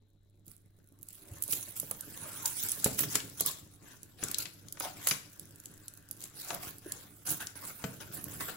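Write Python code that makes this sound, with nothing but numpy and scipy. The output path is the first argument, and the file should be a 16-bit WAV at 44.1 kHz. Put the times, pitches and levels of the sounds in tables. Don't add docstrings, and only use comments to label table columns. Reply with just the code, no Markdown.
import sys
import numpy as np
from scipy import signal
from scipy.fft import rfft, irfft
from scipy.io import wavfile

SR = 44100
rng = np.random.default_rng(int(sys.argv[2]) if len(sys.argv) > 2 else 0)


def to_wav(sig):
    pcm = np.clip(np.atleast_2d(sig), -1, 1) * 32767
    pcm = np.round(pcm).astype(np.int16)
    wavfile.write(sys.argv[1], SR, pcm.T)


N = 377496
TIME = np.arange(N) / SR


def from_db(db):
    return 10 ** (np.asarray(db) / 20)


def together(*levels_db):
    return 10 * np.log10(sum(from_db(db) ** 2 for db in levels_db))


def unit_energy(x):
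    return x / np.sqrt(np.sum(x ** 2, axis=-1, keepdims=True) + 1e-20)


def automation(rows):
    times, *columns = np.transpose(rows)
    return [np.interp(TIME, times, column) for column in columns]


def drift(per_s):
    return np.interp(TIME * per_s, np.arange(N // 8), rng.standard_normal(N // 8))


def add(track, s, sound):
    start = int(np.clip(s * SR, 0, N - 1))
    track[..., start:start + sound.shape[-1]] += sound[..., :N - start]


def convolve(x, response):
    return signal.oaconvolve(np.atleast_2d(x), np.atleast_2d(response), axes=-1)[:, :N]


def response_of(eq, size=4096):
    hz, level_db = np.transpose(eq)
    bins_hz = np.maximum(np.arange(size // 2 + 1) * SR / size, 1)
    gains = from_db(np.interp(np.log(bins_hz), np.log(hz), level_db))
    cepstrum = irfft(np.log(gains))
    fold = 1 + np.sign(size // 2 - np.arange(size))
    fold[0] = 1
    return irfft(np.exp(rfft(cepstrum * fold)))


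def coloured(x, eq):
    return convolve(x, unit_energy(response_of(eq)))


def band(x, kind, hz, order):
    return signal.sosfilt(signal.butter(order, hz, kind, fs=SR, output="sos"), x)


def resonate(x, hz, width_hz):
    r = np.exp(-np.pi * width_hz / SR)
    poles = [1, -2 * r * np.cos(2 * np.pi * hz / SR), r * r]
    return signal.lfilter(np.array([1, 0, -1]) * (1 - r * r) / 2, poles, x + 1e-18)


def stereo_noise(length, likeness):
    centre = np.sqrt(likeness) * rng.standard_normal(length)
    return centre + np.sqrt(1 - likeness) * rng.standard_normal((2, length))


def burst(decay_s, spread_db, likeness):
    t = TIME[:SR // 8]
    sizes = from_db(spread_db * rng.standard_normal(len(t)))
    return unit_energy(stereo_noise(len(t), likeness) * sizes * np.exp(-t / decay_s))


def grains(per_s, spread_db, likeness):
    sizes = from_db(spread_db * np.minimum(rng.exponential(1, N), 4))
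    slipping = rng.random(N) < per_s / SR
    return unit_energy(sizes * slipping * stereo_noise(N, likeness)) * np.sqrt(N)


def shifting(x):
    rings = sum((-1) ** k * resonate(x, hz, 0.2 * hz) * from_db(4 * drift(per_s=35))
                for k, hz in enumerate(np.geomspace(250, 15000, 20)))
    return unit_energy(rings) * np.sqrt(N)


# f/Hz, relative level/dB
ROOM_AIR_EQ = [(60, 12), (110, -5.5), (250, -14), (1000, -70), (4000, -12.5), (6000, -69)]


def room_tone(hum_hz=99.6):
    air = coloured(stereo_noise(N, likeness=0.84), ROOM_AIR_EQ)
    hum = np.sqrt(2) * np.sin(2 * np.pi * hum_hz * TIME)
    return from_db(-68.5) * air + from_db(-64 + 2 * drift(per_s=14)) * hum


def in_room(x, wet_db, t60_s=0.39):
    t = TIME[:SR // 2]
    wash = rng.standard_normal((2, len(t)))
    wash += band(wash[0] - wash, "low", 500, order=1)
    dull = band(wash, "low", 6000, order=1)
    bright = (wash - dull) * np.exp(-t / 0.014)
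    tail = unit_energy((dull + bright) * from_db(-60 * t / t60_s))
    return convolve(x, unit_energy((t == 0) + from_db(wet_db) * tail))


# t/s, level/dB
LEANING = [(0, -70.5), (1.3, -63.5), (3.05, -50.5), (3.85, -62.5), (4.25, -57.5), (7.8, -60.5), (8.2, -50)]
# f/Hz, relative level/dB
RUMBLE_EQ = [(35, -37), (70, -0.5), (100, 2.5), (170, -0.5), (260, -4), (450, -9.5), (1500, -37.5)]


def panel_rumble(rasp_db):
    rumble_db = together(*automation(LEANING), rasp_db - 7)
    envelope = from_db(rumble_db + 3.2 * drift(per_s=38))
    return coloured(envelope * grains(per_s=700, spread_db=0, likeness=0.8), RUMBLE_EQ)


OVERTONE = 1.63
# t/s, rise/s, f/Hz, level/dB
FLEXES = [(1.308, 0.015, 93.4, -38.5), (6.859, 0.0043, 370, -37.5)]


def panel_flexing():
    out = np.zeros(N)
    for s, rise_s, hz, level_db in FLEXES:
        age = TIME[:SR // 3] / rise_s
        swell = (age * np.exp(1 - age)) ** 2
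        wavering_hz = hz * (1 + 0.02 * drift(per_s=430)[:len(swell)])
        phase = 2 * np.pi * np.cumsum(wavering_hz) / SR
        tone = np.sin(phase) + 0.22 * np.sin(OVERTONE * phase)
        add(out, s, from_db(level_db) * np.sqrt(2) * swell * tone)
    return out


# f/Hz, relative level/dB
RASP_EQ = [(130, -11.5), (380, 0.5), (950, 0), (1450, 5), (2500, -3), (9000, -13.5)]


def panel_rasp(rasp_db):
    envelope = from_db(rasp_db + 2.52 * drift(per_s=81))
    friction = shifting(grains(per_s=2500, spread_db=2, likeness=0.4))
    return coloured(envelope * friction, RASP_EQ)


# peak t/s, half length/s, f/Hz, level/dB
SCRAPES = [(1.3, 0.07, 350, -57), (1.566, 0.038, 330, -54), (2.364, 0.082, 1350, -51),
           (4.856, 0.019, 780, -36.5), (5.9, 0.5, 1550, -67), (6.529, 0.031, 696, -40.5),
           (7.42, 0.013, 1620, -39)]


def panel_scrapes(overtone_db=-11):
    out = np.zeros((2, N))
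    slips = stereo_noise(N, likeness=0.87)
    for s, half_length_s, hz, level_db in SCRAPES:
        width_hz = 0.18 * hz
        ringing = resonate(slips, hz, width_hz)
        ringing += from_db(overtone_db) * resonate(slips, OVERTONE * hz, width_hz)
        swell = np.exp(-((TIME - s) / half_length_s) ** 2 / 2)
        out += from_db(level_db) * swell * ringing / ringing.std()
    return out


PANEL_MODES_HZ = [99, 130, 166, 194, 260, 430, 497, 653]
# t/s, relative thud level/dB, relative clack level/dB, clack f/Hz
KNOCKS = [(1.485, -50, -55, 404), (1.529, -47, -40, 2920), (1.83, -47, -56, 500), (1.911, -63, -45, 490),
          (2.86, -30, -34, 600), (2.989, -69, -38, 2280), (3.034, -41, -40, 1590), (3.154, -39, -32, 1760),
          (3.407, -43.5, -42.5, 587), (4.228, -41, -44, 1670), (4.455, -55, -42.5, 2500),
          (4.771, -93, -51, 1000), (4.805, -63, -39.5, 800), (5.07, -70, -33.5, 1440),
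          (5.111, -42, -30.5, 2150), (6.505, -70, -36.5, 980), (7.84, -33, -38, 1340),
          (8.406, -61, -41, 1260)]


def panel_thuds():
    out = np.zeros(N)
    t, hz = TIME[:SR // 3], np.array(PANEL_MODES_HZ)[:, None]
    height = hz / 380
    weights = 2 * height / (1 + height ** 3)
    modes = weights * np.sin(2 * np.pi * hz * t) * np.exp(-t * np.sqrt(hz) / 0.28)
    for s, thud_db, *_ in KNOCKS:
        strengths = rng.choice([-1, 1], len(hz)) * from_db(2 * rng.standard_normal(len(hz)))
        add(out, s, from_db(thud_db) * (strengths @ modes))
    return out


def panel_clacks(gain_db=31.5):
    out = np.zeros((2, N))
    for s, _, clack_db, hz in KNOCKS:
        tap = resonate(burst(decay_s=0.0058, spread_db=7.5, likeness=0.52), hz, width_hz=0.9 * hz)
        add(out, s, from_db(clack_db + gain_db) * unit_energy(tap))
    return out


# t/s, level/dB
RESTING = [(0, -99), (.95, -75.5), (1.5, -42), (2.0, -49), (2.8, -38), (3.28, -50), (3.78, -62.5),
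           (5.35, -57), (6.05, -62.5), (8.55, -51)]
# t/s, length/s, foil hiss level/dB, panel rasp level/dB
STROKES = [(0.449, 0.089, -58, -75.5), (1.054, 0.13, -52.5, -85), (1.475, 0.088, -32.5, -71),
           (1.753, 0.026, -36.5, -64), (1.957, 0.57, -44.5, -52.5), (2.443, 0.031, -28.5, -54),
           (2.546, 0.1, -31, -56), (2.62, 0.098, -35, -53), (2.814, 0.052, -32, -44.5),
           (2.975, 0.035, -25.5, -49.5), (3.074, 0.1, -34, -46.5), (3.364, 0.056, -37, -56),
           (3.446, 0.036, -30, -43.5), (3.801, 0.13, -54.5, -57), (4.169, 0.15, -41.5, -45.5),
           (4.365, 0.044, -36.5, -44.5), (4.782, 0.091, -37.5, -55), (4.942, 0.11, -44.5, -48),
           (5.038, 0.083, -32, -42), (6.179, 0.075, -47.5, -57.5), (6.321, 0.18, -39.5, -51.5),
           (6.484, 0.066, -43.5, -46), (6.585, 0.1, -40, -47), (6.797, 0.23, -47, -52.5),
           (7.249, 0.064, -27.5, -41), (7.398, 0.011, -36, -42.5), (7.552, 0.0082, -40.5, -45.5),
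           (7.597, 0.093, -39, -46), (7.699, 0.24, -47, -54.5), (7.998, 0.019, -45.5, -42.5),
           (8.1, 0.079, -42.5, -49.5), (8.22, 0.16, -44, -55), (8.398, 0.018, -32, -39.5),
           (8.478, 0.009, -38.5, -39)]


def finger_pressure(press_share=0.5, lift_db_per_s=267):
    rest_hiss_db, = automation(RESTING)
    rest_rasp_db = -67 + 0.51 * (rest_hiss_db - rest_hiss_db.mean())
    power = from_db([rest_hiss_db, rest_rasp_db]) ** 2
    t = TIME[:SR]
    for s, length_s, hiss_db, rasp_db in STROKES:
        press = np.minimum(t / (press_share * length_s), 1)
        lift = from_db(-lift_db_per_s * np.maximum(t - length_s, 0))
        add(power, s, (from_db([[hiss_db], [rasp_db]]) * press * lift) ** 2)
    return 10 * np.log10(power)


def foil_rubbing(hiss_db, crinkle_db, ticks_per_s=120, tick_decay_s=0.0007):
    giving_way = rng.random(N) < ticks_per_s / SR
    wrinkles = giving_way * from_db(6 * np.minimum(rng.exponential(1, N), 3))
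    decays = signal.lfilter([1], [1, -np.exp(-1 / (tick_decay_s * SR))], wrinkles + 1e-18)
    crackle = stereo_noise(N, likeness=0) * decays
    ticks = unit_energy(band(crackle, "high", 5500, order=2)) * np.sqrt(N)
    hiss = shifting(grains(per_s=9000, spread_db=3.5, likeness=0.04))
    light_touch_db = 0.24 * (hiss_db.mean() - hiss_db)
    envelope = from_db(hiss_db + 2.6 * drift(per_s=130))
    return envelope * (hiss + from_db(crinkle_db + light_touch_db) * ticks)


# t/s, relative level/dB, facet f/Hz
SNAPS = [(1.0292, -38, 12800), (1.086, -38, 10600), (1.423, -23, 13600), (1.4365, -26, 11500),
         (1.4786, -32.5, 10000), (1.5234, -21.5, 11500), (1.5342, -23.5, 11100), (1.7987, -23, 10700),
         (1.911, -25, 10400), (2.0081, -30.5, 9900), (2.457, -18.5, 5570), (2.6352, -26.5, 11500),
         (2.693, -27.5, 9500), (2.7174, -20.5, 9700), (2.8432, -14, 8000), (2.9905, -18.5, 9200),
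         (3.154, -16.5, 7740), (3.2024, -28.5, 3100), (3.407, -16.5, 11400), (3.4612, -19, 11000),
         (4.0312, -38, 11900), (4.237, -22.5, 8200), (4.284, -32, 6460), (4.313, -26, 12800),
         (4.344, -22.5, 4600), (4.384, -22, 10500), (4.6843, -41, 6900), (4.7241, -30, 12700),
         (4.799, -25, 13000), (5.0712, -16.5, 11100), (5.086, -23, 7000), (5.11, -20.5, 6050),
         (5.3955, -34.5, 10500), (5.657, -34.5, 6800), (5.881, -33, 7800), (6.111, -29, 11700),
         (6.239, -32, 7060), (6.783, -43, 11500), (6.9204, -26, 6950), (7.4697, -27, 4800),
         (8.241, -31.5, 11500)]


def foil_snaps(rise_s=0.0006, gain_db=21.5):
    out = np.zeros((2, N))
    for s, crack_db, facet_hz in SNAPS:
        crack = burst(decay_s=0.0056 * 2 ** (crack_db / 20), spread_db=3, likeness=0.31)
        crack *= np.minimum(TIME[:crack.shape[1]] / rise_s, 1)
        facet = resonate(crack, facet_hz, width_hz=0.6 * facet_hz)
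        add(out, s, from_db(crack_db + gain_db) * unit_energy(facet))
    return out


# f/Hz, relative level/dB
FOIL_EQ = [(500, -18.5), (2000, -4.5), (3500, 4), (6800, 3), (16000, -2.5)]
# t/s, share hanging free/0-1, crinkle level/dB against the hiss at average touch
SLACK = [(1.2, 0.73, 2.5), (2.3, 0.79, -45), (2.6, 0.71, 0.5), (4.8, 0.54, -18), (5.6, 0.65, 5),
         (6.25, 0.66, -1.5), (7.2, 0.75, -16)]


def foil_tape(hiss_db):
    slack, crinkle_db = automation(SLACK)
    full = coloured(foil_rubbing(hiss_db, crinkle_db) + foil_snaps(), FOIL_EQ)
    thin = band(full, "high", 10000, order=2)
    free = slack ** 2
    blend = np.sqrt(np.maximum(1 - 1.3 * free, 0)) * full + 2.68 * free * thin
    pan = from_db(4.32 * slack * [[-1], [1]])
    return blend * pan


def scene():
    hiss_db, rasp_db = finger_pressure()
    crisp = in_room(foil_tape(hiss_db) + panel_clacks(), wet_db=-9)
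    rasp = in_room(panel_rasp(rasp_db) + panel_scrapes(), wet_db=-8)
    boom = in_room(panel_rumble(rasp_db) + panel_thuds() + panel_flexing(), wet_db=-7)
    return crisp + rasp + boom + room_tone()


# f/Hz, left level/dB, right level/dB
PORT_EQ = [(285, -3.5, -2), (1550, -2.5, -4.5), (2650, -2, -8), (5500, 2.5, -15.5), (7740, 6, -12),
           (8670, -9, -7), (9880, -9, 0), (13400, -8, -7)]


def record(dry, cutoff_hz=15800):
    ports = np.array(PORT_EQ)
    heard = np.vstack([convolve(dry[side], response_of(ports[:, [0, side + 1]])) for side in range(2)])
    return signal.sosfilt(signal.ellip(10, .2, 70, cutoff_hz, fs=SR, output="sos"), heard)


dry = scene()
out = record(dry)
to_wav(out)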